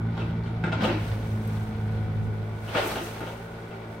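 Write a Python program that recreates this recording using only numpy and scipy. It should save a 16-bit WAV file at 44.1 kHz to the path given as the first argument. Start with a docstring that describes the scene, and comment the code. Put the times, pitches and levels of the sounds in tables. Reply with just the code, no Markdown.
"""A diesel machine pushes against a small tree in a park, heard from some way off and above.
The engine labours from the start; wood begins to crack and a faint whistle passes. Just before 1 s
fibres snap in a volley, the trunk thuds and the swaying crown swishes. After 2 s the engine eases and
a puff of air rumbles by. Near 2.8 s comes a second volley and swish, then a few last cracks.
House fronts all around give the cracks a short echo."""
import sys
import numpy as np
from scipy import signal
from scipy.fft import rfft, irfft, next_fast_len
from scipy.io import wavfile

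SR = 44100
rng = np.random.default_rng(int(sys.argv[2]) if len(sys.argv) > 2 else 0)


def master(y):
    """Save y as 16-bit WAV."""
    cut = np.clip(np.atleast_2d(y).T, -1, 1)
    pcm = np.round(cut * 32767)  # scale
    wavfile.write(sys.argv[1], SR, pcm.astype(np.int16))


N = 176400
FFT_SIZE = next_fast_len(N + SR, True)  # spare room for echoes
TIMES, FREQS = np.arange(N) / SR, np.arange(FFT_SIZE // 2 + 1) * SR / FFT_SIZE

# how fast the engine fires (time [s], rate [Hz])
FIRING_RATE = [(0, 56.18), (.62, 56.22), (.8, 55), (1, 53.76), (1.6, 53.89), (2.3, 53.48), (2.85, 53.66),
               (3.1, 55.03), (3.3, 56.3), (3.6, 56.2), (4, 54.97)]
# exhaust tones at 2, 3 and 4 times that rate (time [s], 2nd [dB], 3rd [dB], 4th [dB])
EXHAUST_TONES = [(0, -31, -32.5, -39.5), (.65, -32.5, -37, -43.5), (1, -30, -42.5, -57),
                 (1.3, -30.5, -41.5, -37), (1.65, -30.5, -42.5, -37.5), (2.25, -30, -39, -40),
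                 (2.6, -35.5, -48, -49.5), (2.95, -44.5, -51.5, -46), (3.3, -43.5, -45, -50.5),
                 (4, -42.5, -47.5, -48.5)]
# higher engine tones (multiple of the firing rate, level [dB])
UPPER_TONES = [(5, -75), (6, -59), (7, -55), (8, -56), (10, -56.5), (11, -61.5), (12, -77), (13, -60),
               (14, -57), (16, -61)]
# how hard the engine works (time [s], rumble level [dB])
ENGINE_LOAD = [(0, -36.5), (.7, -36.5), (1.1, -36), (1.9, -38), (2.25, -40.5), (2.5, -43.5), (2.9, -45),
               (3.3, -50), (4, -54)]
# colour (mix of low and high) of the engine's rumble and clatter (frequency [Hz], gain [dB])
RUMBLE_COLOUR = [(10, -47), (25, -24), (35, -1), (50, -11.5), (80, 8), (110, 5), (150, 2.5), (230, 0.5),
                 (300, -6), (500, -57)]
CLATTER_COLOUR = [(200, -3.5), (280, -1), (340, 5), (450, 5), (520, -6.5), (590, 0.5), (740, -3.5),
                  (900, -1), (1050, -6.5), (1220, -7.5), (1500, -8), (1720, -16), (2000, -11),
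                  (2300, -13.5), (2700, -37.5), (3400, -20.5), (4500, -35.5), (7000, -41), (15000, -50)]
# loudness of the clatter (time [s], level [dB])
CLATTER_LEVEL = [(0, -43.5), (.6, -45.5), (1.5, -44.5), (2.4, -45), (3.1, -46), (4, -44.5)]
# ringing panels and pump (pitch [Hz], width [Hz], level [dB])
PANEL_RINGS = [(461, 11, -51.5), (731, 50, -69), (1467, 102, -55.5), (2295, 52, -65)]

# cracks, before colouring and echo (time [s], length [s], snap level [dB], knock level [dB],
# limb pitch [Hz], splinter level [dB], splinter pitch [Hz])
CRACKS = [(.122, 0.013, -57, -70, 303, -59, 3370), (0.17, 0.016, -39, -44, 362, -50, 3200),
          (0.195, 0.032, -42.5, -40.5, 333.6, -44, 2670), (.29, .015, -52, -60, 350, -54.5, 3220),
          (0.436, 0.0048, -62, -70, 350, -55, 4300), (.46, 0.024, -42.5, -53, 321, -53, 3100),
          (0.638, 0.006, -36.5, -27.5, 170, -29.5, 1410), (0.663, 0.039, -40, -35.5, 345, -37.5, 1460),
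          (.719, 0.019, -30, -52, 340, -40.5, 2800), (0.764, 0.059, -36.5, -37, 255, -52, 2300),
          (0.807, 0.021, -31.5, -26, 212, -41.5, 3180), (0.836, 0.018, -26, -30.5, 221, -32.5, 2850),
          (0.874, 0.032, -31.5, -29, 346, -43, 2100), (0.896, 0.0085, -36, -32.5, 237.3, -53, 2500),
          (.94, 0.057, -42, -34, 314.3, -42, 2140), (2.68, 0.013, -47, -60, 401, -45.5, 2767),
          (2.742, 0.03, -32, -39.5, 161.5, -63, 1500), (2.75, 0.0074, -29, -34, 585, -40, 1360),
          (2.77, 0.022, -26, -35, 864, -32, 2870), (2.817, 0.028, -35.5, -40, 439, -41, 2470),
          (2.857, 0.012, -33.5, -37.5, 361, -55, 2940), (2.914, 0.013, -36, -50, 440, -42, 4200),
          (2.952, .035, -31.5, -38.5, 382, -41.5, 2970), (3.005, 0.018, -44, -37.5, 341, -47, 2600),
          (3.207, 0.021, -36.5, -40.5, 319, -65, 1500), (3.266, 0.02, -37, -48, 432, -48, 2980),
          (3.316, .015, -56, -49, 555, -54, 2700), (3.706, 0.038, -44, -60, 463, -53, 2403)]
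# colour of snaps and of splinters (frequency [Hz], gain [dB])
SNAP_COLOUR = [(100, -16.5), (220, 3.5), (420, 6.5), (580, 3.5), (700, -0.5), (900, 6.5), (1120, -5),
               (1420, 5.5), (1700, -7.5), (2000, -3.5), (3000, -14), (5000, -27), (9000, -39.5),
               (15000, -75.5)]
SPLINTER_COLOUR = [(500, -21), (1400, -6.5), (3000, -1.5), (5500, -8), (7300, -7), (8600, -4), (10500, -19),
                   (15000, -4)]
# the tones a limb rings with (multiple of its pitch, time to fade by 60 dB [s], gain [dB])
LIMB_TONES = [(1.001, 0.24, 2.5), (2.03, 0.14, -8), (2.9, 0.11, -20)]

# swaying crown (time [s], leaf level [dB], twig level [dB])
CROWN_LEVELS = [(0, -90, -59.5), (.2, -68, -46), (.4, -80, -57.5), (.78, -75, -47.5), (.83, -54.5, -34.5),
                (.95, -59, -40.5), (1.07, -56.5, -45.5), (1.35, -59.5, -53), (1.5, -56, -49.5),
                (1.8, -64, -53), (2.1, -67.5, -54.5), (2.5, -65.5, -54.5), (2.66, -58.5, -50.5),
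                (2.78, -48.5, -31), (2.88, -44, -36), (3.02, -46, -42.5), (3.15, -52, -44.5),
                (3.25, -56, -47.5), (3.5, -64, -53), (4, -67, -55)]
# nearer twigs ticking (time [s], strength [dB])
TWIG_TICKS = [(1.475, -56), (1.49, -80), (2.858, -52), (2.875, -46.5), (2.917, -51), (3.118, -64),
              (3.21, -60)]
# colour of leaves, twigs and ticks (frequency [Hz], gain [dB])
LEAF_COLOUR = [(2500, 6), (4500, -0.5), (6200, 5.5), (7400, 0), (8500, 6), (10200, -2.5), (11700, 3.5),
               (13500, -3), (15500, 0)]
TWIG_COLOUR = [(250, -5), (500, 12), (1400, 4), (2800, 0), (4000, -4), (5500, -12), (8000, -41),
               (15000, -34)]
TICK_COLOUR = [(2500, -20), (6000, -20), (8500, 12), (10200, -3), (12000, 15), (15500, -2)]

# puff of air (time [s], level [dB])
BREEZE_LEVEL = [(0, -72), (1.3, -62), (1.75, -50), (2.05, -47), (2.25, -34.5), (2.45, -49), (2.8, -51),
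                (3.1, -63), (4, -80)]
# colour of that puff (frequency [Hz], gain [dB])
BREEZE_COLOUR = [(10, -26), (25, -4), (50, -15), (75, 7.5), (120, 5), (200, -4), (400, -33), (1000, -71)]
# thin high whistle (time [s], pitch [Hz], level [dB])
WHISTLE_ARCH = [(.42, 9250, -87), (.45, 9500, -79), (.49, 10050, -78), (.52, 10120, -75), (.55, 9700, -79),
                (.59, 9100, -85)]
# colour of the distant hiss (frequency [Hz], gain [dB])
HISS_COLOUR = [(200, -7), (2000, 5.5), (5000, -14), (8500, -20), (10500, -20.5), (15500, -28)]

# stereo width: "mid" is what both ears share, "side" is the rest (frequency [Hz], side gain [dB])
STEREO_WIDTH = [(30, -14), (60, -26), (110, -33.5), (200, -27.5), (300, -10.5), (400, -14), (700, -3),
                (1300, -2), (2400, -1.5), (4400, -0.5), (9000, 0)]
# lean to one ear (frequency [Hz], left over right [dB])
STEREO_BALANCE = [(60, -0.28), (110, -0.71), (380, 0.84), (700, 1.5), (1290, -1.5), (2380, 1.4),
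                  (8000, 0.85), (15000, -.3)]


def engine(waver_db=1.8, upper_waver_db=3, jitter=0.003985, pulse_depth=0.2, flutter_db=-0.47):
    """Firings make wavering tones, rumble grows with load, and metal clatters in time with the firings."""
    phase = 2 * np.pi * np.cumsum(curve(FIRING_RATE) * (1 + jitter * wander(11))) / SR

    def tone(multiple, db):
        """One engine tone, shifted so that the tones do not all peak together."""
        return np.sqrt(2) * gain(db) * wide_sine(multiple * phase - np.pi * multiple ** 2 / 3)

    load_db = curve(ENGINE_LOAD)
    firing_db = -44.5 + 0.69 * (load_db + 38)  # the lowest tone follows the load
    tones = tone(1, firing_db + waver_db * wander(5.7))
    for multiple in (2, 3, 4):
        tones += tone(multiple, curve(EXHAUST_TONES, column=multiple - 1) + waver_db * wander(14))
    for multiple, db in UPPER_TONES:
        tones += tone(round(multiple), db + upper_waver_db * wander(3.3))
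    rumble = unit(colour(noise(), RUMBLE_COLOUR)) * gain(load_db)
    pulse = np.exp(pulse_depth * np.cos(phase) + 0.1 * np.cos(2 * phase))
    pulse = unit(pulse * gain(flutter_db * wander(8.5)))
    clatter = unit(colour(noise(), CLATTER_COLOUR)) * gain(curve(CLATTER_LEVEL))
    for hz, width, db in PANEL_RINGS:
        peak = 1 / (1 + (2 * (FREQS - hz) / width) ** 2)
        clatter += gain(db) * unit(filtered(noise(), peak))
    return tones + rumble + clatter * pulse


def splitting_wood(fibres_per_s=1400, scatter_db=4, ring_q=4.5, hiss=.01, trunk_low_hz=131):
    """Each crack is one snap and a volley of tearing fibres; a splinter rings and the limb knocks."""
    snaps, splinters, knocks = np.zeros((3, N + SR))
    t = TIMES[:SR // 2]
    hz = np.arange(len(t) // 2 + 1) * SR / len(t)
    for start, length, snap_db, knock_db, limb_hz, splinter_db, splinter_hz in CRACKS:
        breaks = rng.random(len(t)) < fibres_per_s / SR
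        signs, sizes, shake = rng.standard_normal((3, len(t)))
        fibres = breaks * np.sign(signs) * gain(scatter_db * np.clip(sizes, -2, 2))
        fibres *= np.exp(-(t / length) ** 4)
        fibres[0] = 1.6  # the first snap
        ringing = 1 / (1 - (hz / splinter_hz) ** 2 + 1j * hz / splinter_hz / ring_q)
        splinter = irfft(rfft(fibres) * (ringing + 1j * hiss))
        add_burst(snaps, start, fibres, snap_db)
        add_burst(splinters, start, splinter, splinter_db)
        add_burst(knocks, start, limb_knock(t, hz, limb_hz, shake), knock_db)
    bass_cut = 1 / (1 + (trunk_low_hz / (FREQS + 1)) ** 8)  # a thin trunk gives off no deep bass
    body = filtered(colour(snaps[:N], SNAP_COLOUR), bass_cut)
    bite = filtered(splinters[:N], response(SPLINTER_COLOUR))
    cracks = park_echo(body + bite)
    knock_side = park_echo(knocks[:N])[1]  # knocks echo in the side only
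    return cracks + np.array([knocks[:N], knock_side])


def limb_knock(t, hz, limb_hz, shake, rise_s=0.005, roughness=0.79, flutter_hz=59):
    """A limb rings with a few dull, fading tones, roughened by the random shake."""
    ring = sum(gain(db - 60 * t / fade_s) * np.sin(2 * np.pi * multiple * limb_hz * t)
               for multiple, fade_s, db in LIMB_TONES)
    flutter = unit(irfft(rfft(shake) / (1 + (hz / flutter_hz) ** 4)))
    return ring * (1 - np.exp(-t / rise_s)) * (1 + roughness * flutter)


def swaying_crown(flutter_db=1.2):
    """Leaves brush and twigs scrape as the treetop swings; a few nearer twigs tick."""
    leaves = colour(rustle(per_s=8600, scatter_db=2.5, fade_s=0.0012), LEAF_COLOUR)
    leaves *= gain(curve(CROWN_LEVELS) + flutter_db * wander(13))
    twigs = colour(rustle(per_s=1800, scatter_db=1.0, fade_s=0.0023), TWIG_COLOUR)
    twigs *= gain(curve(CROWN_LEVELS, column=2) + flutter_db * wander(17))
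    clicks = np.zeros(N)
    for start, db in TWIG_TICKS:
        clicks[int(start * SR)] = gain(db) * np.sqrt(.05 * SR)
    scatter = .35 * fading_noise(0.0018) + 0.36 * fading_noise(0.062)
    ticks = colour(filtered(clicks, rfft(scatter, FFT_SIZE)), TICK_COLOUR)
    return leaves + twigs + ticks


def rustle(per_s, scatter_db, fade_s):
    """Countless small touches of uneven size, each a short dying puff of noise."""
    touches = rng.random(N) < per_s / SR
    sizes = gain(scatter_db * np.minimum(rng.exponential(size=N), 5))
    energy = signal.lfilter([1], [1, -np.exp(-1 / (fade_s * SR))], touches * sizes ** 2)
    return unit(np.sqrt(energy) * noise())


def breeze(gust_db=2):
    """A puff of air buffets the left and right microphones separately."""
    return unit(colour(noise(), BREEZE_COLOUR)) * gain(curve(BREEZE_LEVEL) + gust_db * wander(11))


def whistle(waver=.008):
    """A faint, thin tone rises and falls among the trees."""
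    hz = curve(WHISTLE_ARCH) * (1 + waver * wander(200))
    sounding = (TIMES > WHISTLE_ARCH[0][0]) & (TIMES < WHISTLE_ARCH[-1][0])
    return wide_sine(2 * np.pi * np.cumsum(hz) / SR) * gain(curve(WHISTLE_ARCH, column=2)) * sounding


def distant_hiss(level_db=-60.5):
    """A soft, steady hiss from far away."""
    return gain(level_db) * colour(noise(), HISS_COLOUR)


def park_echo(sound, near_s=0.19, near_db=2.5, houses_s=0.47, houses_db=1, dull_hz=14000):
    """Direct sound, quick scatter from ground and trees, and a duller tail from the house fronts."""
    swell = 1 - np.exp(-TIMES / .04)
    houses = rfft(fading_noise(houses_s) * swell, FFT_SIZE) / (1 + (FREQS / dull_hz) ** 2)
    near = rfft(fading_noise(near_s), FFT_SIZE)
    direct_mid, direct_side = .7, .15
    paths = np.array([[direct_mid], [direct_side]]) + gain(near_db) * near + gain(houses_db) * houses
    total = np.sqrt(direct_mid ** 2 + gain(near_db) ** 2 + gain(houses_db) ** 2)
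    return filtered(sound, paths / total)


def gain(db):
    """Turn decibels into a number to multiply by."""
    return 10 ** (np.asarray(db) / 20)


def unit(x):
    """Scale to an average strength (rms) of 1."""
    return x / np.sqrt(np.mean(x ** 2))


def curve(rows, column=1):
    """Join one column of a time table with straight lines."""
    rows = np.array(rows, float)
    return np.interp(TIMES, rows[:, 0], rows[:, column])


def response(points):
    """Gain at every frequency from (frequency [Hz], gain [dB]) points."""
    hz, db = np.array(points, float).T
    return gain(np.interp(np.log(FREQS + 1), np.log(hz), db))


def filtered(sound, gains):
    """Turn each frequency up or down by its gain."""
    return irfft(rfft(sound, FFT_SIZE) * gains, FFT_SIZE)[..., :N]


def colour(sound, points):
    """Shape lows and highs with a filter that keeps the power of white noise."""
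    cepstrum = irfft(np.log(unit(response(points))), FFT_SIZE)
    # folding this makes the filter ring after a click, never before it
    cepstrum[1:FFT_SIZE // 2] *= 2
    cepstrum[FFT_SIZE // 2 + 1:] = 0
    return filtered(sound, np.exp(rfft(cepstrum)))


def noise():
    """Two unrelated white noises."""
    return rng.standard_normal((2, N))


def wander(rate_hz):
    """A smooth random wobble of typical size 1."""
    return unit(filtered(rng.standard_normal(N), 1 / (1 + (FREQS / rate_hz) ** 4)))


def fading_noise(fade_s):
    """Mid and side noise of energy 1 that falls 60 dB in fade_s."""
    tail = noise() * gain(-60 * TIMES / fade_s)
    return tail / np.sqrt(np.sum(tail ** 2, axis=1, keepdims=True))


def wide_sine(phase):
    """A pure tone as mid and side, a quarter cycle apart."""
    return np.sin(phase + np.array([[0], [np.pi / 2]]))


def add_burst(track, start, sound, db, span_s=.05):
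    """Mix in a sound with the energy of a steady level db held for span_s."""
    i = int(start * SR)
    track[i:i + len(sound)] += gain(db) * sound * np.sqrt(span_s * SR / np.sum(sound ** 2))


def scene():
    """Mix everything to left and right: the bass is centred, the treble wide, the breeze added last."""
    mid, side = engine() + splitting_wood() + swaying_crown() + whistle() + distant_hiss()
    side = filtered(side, response(STEREO_WIDTH))
    lean = np.sqrt(response(STEREO_BALANCE))
    left, right = filtered(mid + side, lean), filtered(mid - side, 1 / lean)
    return np.array([left, right]) + breeze()


def record(dry, top_hz=15750):
    """Cut away the very highest treble."""
    return signal.sosfilt(signal.ellip(10, .2, 80, top_hz, fs=SR, output="sos"), dry)


dry = scene()
out = record(dry)
master(out)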